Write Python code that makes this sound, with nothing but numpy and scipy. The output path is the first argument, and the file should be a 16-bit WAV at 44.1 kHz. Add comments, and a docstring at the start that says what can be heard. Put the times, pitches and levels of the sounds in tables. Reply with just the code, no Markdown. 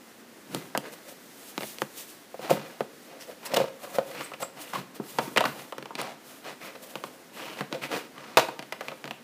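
"""Unfolding a cardboard game board

A folded board is lifted out of its box, laid on a carpet and unfolded, close to a phone in a small room.
Knocks are short contacts that ring the stiff panels; bumps set the walls of the hollow box booming.
Strokes are rough friction noise filtered by card and box, with a smooth skin hiss on the paper cover.
Two short squeaks are narrow noise whistles; room echo, steady air and a changing hiss lie behind it all.
"""
import sys
import numpy as np
from scipy import signal
from scipy.fft import rfft, irfft, next_fast_len
from scipy.io import wavfile
from scipy.ndimage import uniform_filter1d, map_coordinates

SR = 44100
rng = np.random.default_rng(int(sys.argv[2]) if len(sys.argv) > 2 else 0)


def persist_wave(psi):
    """Save psi, clipped to +-1, as 16-bit WAV."""
    counts = np.round(np.clip(psi, -1, 1) * 32767).astype(np.int16)
    wavfile.write(sys.argv[1], SR, np.atleast_2d(counts).T)


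N = 407043
TIME = np.arange(N) / SR

# knocks on the board: (time [s], level before colouring [dB], treble from a harder or softer contact [dB],
# pitch of the struck spot [Hz], contact [name])
KNOCKS = [(0.5474, 8.5, -3.5, 4300, "snap"), (0.7502, 14, -8, 1650, "knuckle"),
          (0.7758, 10.5, -0.5, 3000, "snap"), (1.579, 10, -3, 2300, "thump"),
          (1.6079, -0.5, -1, 1340, "click"), (1.622, 1, -7, 2590, "click"), (1.6325, 2, -1, 660, "click"),
          (1.7853, -8, 8, 1600, "thump"), (1.8191, 13.5, -5.5, 2600, "thump"),
          (2.3433, -9.5, 3, 680, "box"), (2.3934, -10, 0, 570, "box"), (2.4965, 10.5, -4, 450, "clap"),
          (2.506, 9, -2, 480, "bump"), (2.5115, 11.5, -8, 480, "box"), (2.571, 2, -1, 550, "pad"),
          (2.8067, 8, -2, 900, "bump"), (3.5365, 4, -2, 580, "box"), (3.5705, 6.5, 12, 600, "box"),
          (3.579, 4, -4, 360, "box"), (3.602, 6, -5, 460, "box"), (3.613, 2, -10, 600, "box"),
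          (3.641, -0.5, -2, 520, "box"), (3.985, 9, 1, 570, "box"), (4.2128, 0, -3, 1300, "knuckle"),
          (4.317, -4, -5, 1250, "knuckle"), (4.3362, -2, 4, 2720, "knuckle"),
          (4.429, 3.5, -1, 1270, "knuckle"), (4.7345, 5.5, -2, 1090, "clap"), (4.998, 4, -17, 380, "pad"),
          (5.1858, 16.5, -0.5, 930, "flap"), (5.276, -2.5, 3, 380, "pad"), (5.3619, 11, 3.5, 1950, "flap"),
          (5.3733, 20.5, 2, 1990, "slap"), (5.379, 12.5, 4, 2900, "click"), (5.4069, 18, -1, 700, "slap"),
          (5.4403, 13.5, -3, 1180, "slap"), (5.4539, 13, 1, 1520, "slap"), (5.4572, 10, -2, 1250, "click"),
          (5.724, 4.5, -2, 1080, "slap"), (5.7821, 2, -2, 330, "click"), (5.8262, -2, -4, 470, "click"),
          (5.8571, -3.5, -2, 950, "click"), (5.9066, -1, -12, 970, "knuckle"),
          (5.9534, 0, 2.5, 4300, "click"), (6.0151, 5, 3, 760, "nail"), (6.9554, 3.5, -2, 970, "click"),
          (7.0386, 1.5, -1.5, 1150, "click"), (7.6085, 11.5, -9, 2220, "click"),
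          (7.7266, 7, -4, 330, "click"), (8.181, -7, -3, 1900, "click"), (8.3714, 27.5, 0, 1150, "clap"),
          (8.3772, 23.5, -4, 850, "slap"), (8.385, 21.5, -3, 320, "slap"), (8.395, 14.5, 3, 2700, "clap"),
          (8.4853, 4.5, -1, 950, "flap"), (8.5924, 0.5, 3, 690, "click"), (8.6256, -6.5, 4, 700, "click"),
          (8.7237, 4.5, 4, 2050, "fold"), (8.8086, 5, -2, 2100, "fold"), (8.8838, -1, 3, 600, "click"),
          (8.916, 0, -5, 520, "flap"), (9.0421, -1, -1, 640, "click"), (9.055, -2, -1.5, 600, "click"),
          (9.077, -2, -1, 670, "click"), (9.1096, 0.5, 1, 680, "click")]
# ways the board is struck: name: (air push [dB], thud [dB], snap [dB], tick [dB], ring [dB],
# struck spot [dB], crush decay [s], box boom [dB]), levels relative to the knock's
#   thump: a hand lands on the board            snap: the folded panels snap shut under a grip
#   bump: the board settles on the box rim      knuckle: a knuckle raps the cover
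#   click: an edge or a fold catches            fold: a stiff fold gives way with a woody tock
#   nail: a fingernail or corner ticks          pad: a soft fingertip presses the panel
#   slap: an edge falls on a panel              clap: two panels meet over their whole faces and clatter
#   flap: a loose panel swings and rings        box: the board bumps the hollow box
CONTACTS = {"thump": (-14, 12, -9.5, -21.5, -9.5, 6, 0.0007, -2),
            "snap": (-14, 13, -18, -12, -9, 12, 0.0007, -2), "bump": (5, 9.5, -10, -29, 2, 5, 0.0012, 15.5),
            "knuckle": (-10, -4, -11, -29, 3, 9, 0.001, -12),
            "click": (-14, 8, -5, -22.5, -3, 6, 0.0007, -20), "fold": (-10, -8, -11, -23, 5, 5, 0.0015, -6),
            "nail": (-4, 0, -22, -16.5, -1.5, 5, 0.0007, -20),
            "pad": (-8, 11, -17, -36, 10, 7, 0.0007, -17), "slap": (2, -10, -14, -27, 0.5, 6, 0.0009, -3),
            "clap": (2, -9, -11, -24, 1, 3, 0.012, -1), "flap": (0, 0, -9.5, -28.5, 21, 5, 0.0007, -19),
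            "box": (10, 4, -13, -28.5, 5, 6, 0.0018, 22.5)}
# basic spectrum of every knock: (frequency [Hz], level [dB])
BLOW = [(70, -38), (105, -21.5), (150, -20), (380, -4.5), (650, -2), (1000, -1), (1800, -1), (2700, 4),
        (4500, 4), (15000, -1.5)]
SPOT_OCTAVES = 0.22  # half-width of the struck spot's resonance


def knocks(size=4096, lag_s=0.00077, thud_hz=260, mid_lo_hz=620, mid_hi_hz=1250, snap_hz=2400, tick_hz=8500):
    """A sharp contact and its ring, coloured by how hard the two surfaces are and by where they meet."""
    t = np.arange(size) / SR
    hz = np.fft.rfftfreq(size, 1 / SR)
    # bending waves are dispersive: the treble arrives first, the lows trail (lag_s at 1 kHz)
    travel = np.exp(-4j * np.pi * lag_s * np.sqrt(1000 * hz))
    out = np.zeros(N + size)
    for s, db, treble_db, spot_hz, kind in KNOCKS:
        air_db, thud_db, snap_db, tick_db, ring_db, spot_db, crush_s, _ = CONTACTS[kind]
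        hardness = [(70, air_db), (140, thud_db), (thud_hz, thud_db), (mid_lo_hz, 0), (mid_hi_hz, 0),
                    (snap_hz, snap_db + treble_db), (tick_hz, tick_db + treble_db)]
        octaves_off = np.log2((hz + 1) / spot_hz)
        spot = undb(spot_db / (1 + (octaves_off / SPOT_OCTAVES) ** 2))
        panel = rfft(unit_energy(contact(t, crush_s) + undb(ring_db) * panel_ring(t)))
        blow = panel * causal(gain_at(hz, BLOW) * gain_at(hz, hardness) * spot)
        start = int((s - lag_s / 2) * SR)
        out[start:start + size] += undb(db) * irfft(blow * travel)
    return out[:N]


def contact(t, crush_s, crush_hz=2200):
    """Card meets card: one push in the lows, a brief crush of fibres in the treble."""
    push = signal.lfilter(*signal.butter(1, crush_hz, fs=SR), signal.unit_impulse(len(t)))
    crush = unit_energy(rng.standard_normal(len(t)) * np.exp(-t / crush_s))
    return push + signal.lfilter(*signal.butter(2, crush_hz, "high", fs=SR), crush)


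# bending modes of the panels: (frequency [Hz], time to fall 60 dB [s], level [dB])
PANEL_MODES = [(147, 0.063, 3), (212.4, 0.11, -1), (300, 0.03, 1), (447, 0.029, -1.5), (527, 0.062, -5.5),
               (629, 0.051, -4.5), (737, 0.056, -10), (928, 0.047, -7.5), (1270, 0.055, -14),
               (1668, 0.06, -14), (2000, 0.025, -8), (2440, 0.025, -7), (2845, 0.035, -10),
               (4200, 0.03, -9)]


def panel_ring(t, scatter=0.012, modes_db=-3):
    """Each contact point stirs the modes differently; many more die at once in a dense wash."""
    hz, t60, db = np.transpose(PANEL_MODES)[:, :, None]
    detune, turn = rng.standard_normal((2, len(hz), 1))
    swing = np.sin(2 * np.pi * (hz * (1 + scatter * detune) * t + turn))
    modes = undb(db) * np.exp(-np.log(1000) * t / t60) * swing
    wash = dying_noise(t, t60=0.078, damping=0.48)
    ring = undb(modes_db) * unit_energy(modes.sum(axis=0)) + wash
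    return unit_energy(ring * (1 - np.exp(-t / 0.00025)))  # waves must first come back from the edges


def through_panel(x, modes_db=7):
    """Friction also rings the bending modes of the card."""
    ringing = sum(undb(db) * resonate(x, hz, np.log(1000) / (np.pi * t60)) for hz, t60, db in PANEL_MODES)
    return x + undb(modes_db) * ringing


def box_booms(size=8192, scatter=0.045):
    """A bump sets the box walls swinging, a little higher or lower with the load on them."""
    out = np.zeros(N + size)
    push = signal.unit_impulse(size)
    for s, db, _, _, kind in KNOCKS:
        start = int(s * SR)
        boom = through_box(push, 1 + scatter * rng.standard_normal())
        out[start:start + size] += undb(db + CONTACTS[kind][-1]) * boom
    return out[:N]


# the long and the short wall of the box: (frequency before retuning [Hz], filter width [Hz], level [dB])
BOX_MODES = [(532, 70, 0), (650, 70, -6)]


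def through_box(x, tuning=1, skirt_hz=260):
    """The hollow box answers only near the pitches of its walls."""
    out = 0
    for hz, width_hz, db in BOX_MODES:
        wall = resonate(x, hz * tuning, width_hz)
        out = out + undb(db) * resonate(wall, hz * tuning, skirt_hz)
    return out


# sliding strokes: (time of fastest motion [s], rise and fade constants together [s],
# card scrape [dB], skin hiss [dB], pitch of the rubbed spot [Hz], surface [name])
STROKES = [(0.561, 0.14, -44.5, -49, 450, "carpet"), (0.88, 0.15, -50, -59, 1700, "box"),
           (0.935, 0.043, -52, -46.5, 560, "box"), (1.1, 0.072, -52.5, -47, 610, "box"),
           (1.62, 0.6, -58, -46.5, 700, "sheet"), (2.02, 0.16, -58, -42, 700, "card"),
           (2.455, 0.1, -39.5, -51, 750, "card"), (2.507, 0.016, -34, -36, 700, "sheet"),
           (2.53, 0.06, -34, -51, 600, "carpet"), (2.638, 0.24, -47, -60, 730, "card"),
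           (3.13, 0.12, -51, -72, 550, "box"), (3.218, 0.045, -54, -48, 5200, "edge"),
           (3.305, 0.05, -46, -47, 600, "box"), (3.464, 0.03, -53, -41.5, 4400, "edge"),
           (3.467, 0.1, -45, -54, 860, "card"), (3.544, 0.01, -36, -33, 4500, "edge"),
           (3.568, 0.012, -27, -32, 3300, "sheet"), (3.572, 0.13, -37.5, -47, 600, "box"),
           (3.61, 0.042, -42, -60, 330, "carpet"), (3.86, 0.13, -47.5, -45.5, 1150, "box"),
           (3.964, 0.06, -41, -39.5, 600, "box"), (4.11, 0.18, -50.5, -46, 580, "box"),
           (4.2, 0.13, -40.5, -43, 2380, "card"), (4.424, 0.049, -43, -42, 560, "box"),
           (4.585, 0.06, -48, -54, 760, "hollow"), (4.66, 0.2, -50, -46, 2780, "sheet"),
           (4.755, 0.049, -35, -41, 1070, "hollow"), (4.788, 0.051, -42, -49, 200, "carpet"),
           (4.96, 0.03, -49, -45, 4500, "card"), (5.12, 0.25, -55, -48, 880, "sheet"),
           (5.234, 0.17, -48.5, -42.5, 1400, "carpet"), (5.484, 0.093, -45, -43, 1230, "carpet"),
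           (5.598, 0.12, -47, -47.5, 830, "card"), (6.0, 0.04, -34, -52, 990, "sheet"),
           (6.05, 0.12, -41, -60, 750, "hollow"), (6.322, 0.16, -55, -50, 600, "card"),
           (6.485, 0.1, -43, -52, 620, "sheet"), (6.66, 0.13, -46, -52.5, 2220, "sheet"),
           (6.758, 0.017, -43, -54, 560, "box"), (6.937, 0.42, -56, -51.5, 600, "box"),
           (7.45, 0.23, -43.5, -46, 2900, "sheet"), (7.594, 0.053, -42, -49, 2200, "card"),
           (7.742, 0.063, -43, -50, 450, "box"), (7.842, 0.054, -37, -41.5, 2380, "sheet"),
           (7.945, 0.081, -31, -39.5, 450, "card"), (8.26, 0.26, -49, -72, 1160, "sheet"),
           (8.869, 0.12, -48, -53, 600, "card")]
# what the board slides on: name: (box drone [dB], panel rumble [dB], edge rasp [dB], rubbed spot [dB],
# evenness [1 dies away, 4 holds and stops]), levels relative to the scrape
SURFACES = {"box": (4.5, -8, -19, -3, 1.3), "card": (-10, -10, -20, -7, 1.2),
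            "carpet": (-8, 4.6, -24, -4, 1.1), "edge": (-3, -6, 8.9, 4, 2.6),
            "sheet": (-9, -11, -13, -5, 2.8), "hollow": (-12, -7, -18, -1, 1.5)}
# spectrum of card scraping over card: (frequency [Hz], level [dB])
SCRAPE = [(150, -35), (300, -2.5), (500, -2.5), (1200, 3.5), (1800, 0.5), (2600, -1.5), (4000, -4.5),
          (6500, -12), (15000, -32)]
# spectrum of skin brushing paper: (frequency [Hz], level [dB])
SKIN = [(1000, -19), (3000, -5.5), (5000, -7.5), (7500, -6.5)]
# spectrum of the panel's low rumble: (frequency [Hz], level [dB])
RUMBLE = [(30, -54), (70, -32), (105, -22), (145, -2.5), (300, -3.5), (1000, -33.5)]
# a cut edge dragged over the cover rasps in narrow bands: (frequency [Hz], width [Hz], level [dB])
RASP = [(1940, 200, 2), (2780, 500, 0.5), (4950, 900, -2), (7860, 460, -11)]
GRIT_DB = -5  # relative to the scrape
JUDDER_DB, JUDDER_PER_S = 3, 90  # sliding on the box, the panel grabs and lets go
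RISE_SHARE = .44  # a stroke gathers speed for this share of its length


def strokes(hiss_flutter_db=3.5, wall_bend=.045):
    """Each stroke gathers speed and slows again; its friction drives the rubbed spot, the box and the panel."""
    rough = friction(rate=3000, spread_db=1.0, smooth_db=3.0, flutter_db=1.7)
    scrape = colour(through_panel(rough), SCRAPE)
    # soft skin slides smoothly
    skin = colour(rng.standard_normal(N), SKIN) * undb(hiss_flutter_db * walk(rate=25))
    # shifting pressure retunes the walls
    drone = through_box(rng.standard_normal(N))
    drone = map_coordinates(drone, [np.cumsum(1 + wall_bend * walk(rate=14))], mode="mirror")
    rumble = colour(rng.standard_normal(N), RUMBLE)
    slips = friction(rate=1200, spread_db=2, smooth_db=-7, flutter_db=3.0)
    rasp = sum(undb(db) * resonate(slips, hz, width_hz) for hz, width_hz, db in RASP)
    judder = unit(undb(JUDDER_DB * walk(rate=JUDDER_PER_S)))
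    gritty_scrape = unit(scrape) + undb(GRIT_DB) * grit()
    layers = np.array([gritty_scrape, unit(skin), unit(drone), unit(rumble), unit(rasp)])
    power, spots = np.zeros_like(layers), np.zeros(N)
    for fastest, length, scrape_db, skin_db, spot_hz, surface in STROKES:
        rise, fade = length * RISE_SHARE, length * (1 - RISE_SHARE)
        drone_db, rumble_db, rasp_db, spot_db, evenness = SURFACES[surface]
        levels_db = [scrape_db, skin_db, scrape_db + drone_db, scrape_db + rumble_db, scrape_db + rasp_db]
        on = (TIME > fastest - 3 * rise) & (TIME < fastest + 4 * fade)
        t = TIME[on] - fastest
        slowing = np.where(t < 0, abs(t / rise) ** (evenness + 1), abs(t / fade) ** evenness)
        speed = np.exp(-slowing)
        if surface == "box":
            speed = speed * judder[on]
        # overlapping strokes add in power
        power[:, on] += np.outer(undb(levels_db), speed) ** 2
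        spots[on] += undb(scrape_db + spot_db) * speed * rubbed_spot(slips[on], spot_hz, speed)
    return np.sum(np.sqrt(power) * layers, axis=0) + spots


def friction(rate, spread_db, smooth_db, flutter_db):
    """Paper fibres catch and slip: tiny uneven clicks over a smooth hiss, under wavering pressure."""
    sizes = rng.standard_normal(N) * undb(spread_db * rng.standard_normal(N))
    slips = (rng.random(N) < rate / SR) * sizes
    hiss = undb(smooth_db) * rng.standard_normal(N)
    return (unit(slips) + hiss) * undb(flutter_db * walk(rate=130))


def grit(per_s=110, spread_db=3):
    """Fibres snag and let go: sparse small clicks that ring the card."""
    snags = (rng.random(N) < per_s / SR) * undb(spread_db * rng.standard_normal(N))
    return unit(colour(through_panel(snags, modes_db=7), SCRAPE))


SPOT_Q, SPOT_BEND = 4.5, 0.08  # the rubbed spot's sharpness; share its pitch sags as the hand eases off


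def rubbed_spot(slips, hz, speed):
    """The card under the contact rings at its own pitch, a little higher while it is pressed hardest."""
    ring = resonate(resonate(slips, hz, hz / SPOT_Q), hz, hz / 2)
    play_at = np.cumsum(1 - SPOT_BEND * (1 - speed))
    return unit(np.interp(play_at, np.arange(len(ring)), ring))


# a fingertip squeaks on the glossy cover: (time of peak [s], half-length to 1/e [s], pitch [Hz], level [dB])
SQUEAKS = [(4.249, 0.011, 8300, -42.5), (4.435, 0.016, 7770, -38.5)]


def squeaks(width_hz=800):
    """Very fast, unsteady stick-slip: a short, narrow whistle."""
    out = 0
    for s, length, hz, db in SQUEAKS:
        whistle = resonate(resonate(rng.standard_normal(N), hz, width_hz), hz, width_hz)
        out = out + undb(db) * unit(whistle) * np.exp(-((TIME - s) / length) ** 2)
    return out


# spectrum of the room echo: (frequency [Hz], level [dB])
ROOM_COLOUR = [(60, 5), (300, -3), (1100, -6), (3000, -3.5)]
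# the board moves away from the microphone as it is laid down: (time [s], room echo [dB])
ROOM_SEND = [(1.5, -12), (4.0, -7), (5.3, -6), (8.4, -5.5)]


def room(x, size=32768):
    """A carpeted room answers a few milliseconds later and dies quickly."""
    t = np.arange(size) / SR
    echoes = colour(dying_noise(t, t60=0.42, damping=0.099), ROOM_COLOUR)
    tail = echoes * (1 - np.exp(-(t / 0.012) ** 2))
    send = undb(np.interp(TIME, *np.transpose(ROOM_SEND)))
    return signal.fftconvolve(x * send, tail)[:N]


# spectrum of the room air: (frequency [Hz], level [dB])
QUIET = [(25, -43), (246, 2.5), (421, -2.5), (703, -6.5), (895, -9), (2010, -10), (2360, -13.5),
         (12200, -21)]
QUIET_DB = -51  # rms of the air before its hiss is rescaled
# the background hiss is stronger while the hands are close: (time [s], level before wavering [dB])
HISS_LEVEL = [(0, -1), (1.7, 4), (5.7, -5.5), (6.15, -1.5), (8.2, -2), (9.2, -3)]


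def background(hiss_hz=4000):
    """Steady room air under a hiss whose level rises and falls."""
    air = undb(QUIET_DB) * unit(colour(rng.standard_normal(N), QUIET))
    hiss = signal.lfilter(*signal.butter(1, hiss_hz, "high", fs=SR), air)
    hiss_db = np.interp(TIME, *np.transpose(HISS_LEVEL)) + walk(rate=27)  # the hiss wavers a little
    return air - hiss + hiss * undb(hiss_db)


def undb(db):
    """Decibels to gain."""
    return 10 ** (np.asarray(db) / 20)


def unit(x):
    """Scale to rms 1."""
    return x / np.sqrt(np.mean(x ** 2))


def unit_energy(x):
    """Scale a response to energy 1, so that it passes white noise at an unchanged level."""
    return x / np.sqrt(np.sum(x ** 2))


def gain_at(hz, points):
    """Gain of a (frequency [Hz], level [dB]) spectrum, joined on a log-frequency axis."""
    f, db = np.transpose(points)
    return undb(np.interp(np.log(hz + 1), np.log(f), db))


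def colour(x, points):
    """Give a signal a (frequency [Hz], level [dB]) spectrum."""
    size = next_fast_len(len(x))
    gain = gain_at(np.fft.rfftfreq(size, 1 / SR), points)
    return irfft(rfft(x, size) * gain, size)[:len(x)]


def causal(gain):
    """Minimum-phase response with this gain: nothing sounds before the contact."""
    cepstrum = irfft(np.log(gain))
    half = len(cepstrum) // 2
    # fold the backward half of time onto the forward half
    cepstrum[1:half] *= 2
    cepstrum[half + 1:] = 0
    return np.exp(rfft(cepstrum))


def resonate(x, hz, width_hz):
    """One resonance, gain 1 at its centre."""
    return signal.lfilter(*signal.iirpeak(hz, hz / width_hz, fs=SR), x)


def walk(rate):
    """Smooth random wander, rms 1, heading for a new value this many times a second."""
    hold = int(SR / rate)
    steps = rng.standard_normal(N)[np.arange(N) // hold]
    return unit(uniform_filter1d(steps, hold))


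def dying_noise(t, t60, damping):
    """Dense echoes in octave bands; t60 holds at 1 kHz and shortens with pitch."""
    hz = np.fft.rfftfreq(len(t), 1 / SR)
    centre = 1000 * 2. ** np.arange(-4, 5)[:, None]
    band_gain = np.clip(1 - abs(np.log2((hz + 1) / centre)), 0, 1)
    bands = irfft(rfft(rng.standard_normal(len(t))) * band_gain)
    life = t60 * (1000 / centre) ** damping
    return unit_energy(np.sum(bands * np.exp(-np.log(1000) * t / life) / np.sqrt(life), axis=0))


def scene():
    """The handled board, its echo and the quiet room."""
    board = knocks() + box_booms() + strokes() + squeaks()
    return (board + room(board) + background())[None]


TOP_HZ = 15250  # upper edge of the phone's band


def record(dry):
    """The phone clips peaks at full scale, then a steep low-pass cuts the top."""
    low_pass = signal.ellip(10, .1, 80, TOP_HZ, fs=SR, output="sos")
    return signal.sosfilt(low_pass, np.clip(dry, -1, 1))


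dry = scene()
out = record(dry)
persist_wave(out)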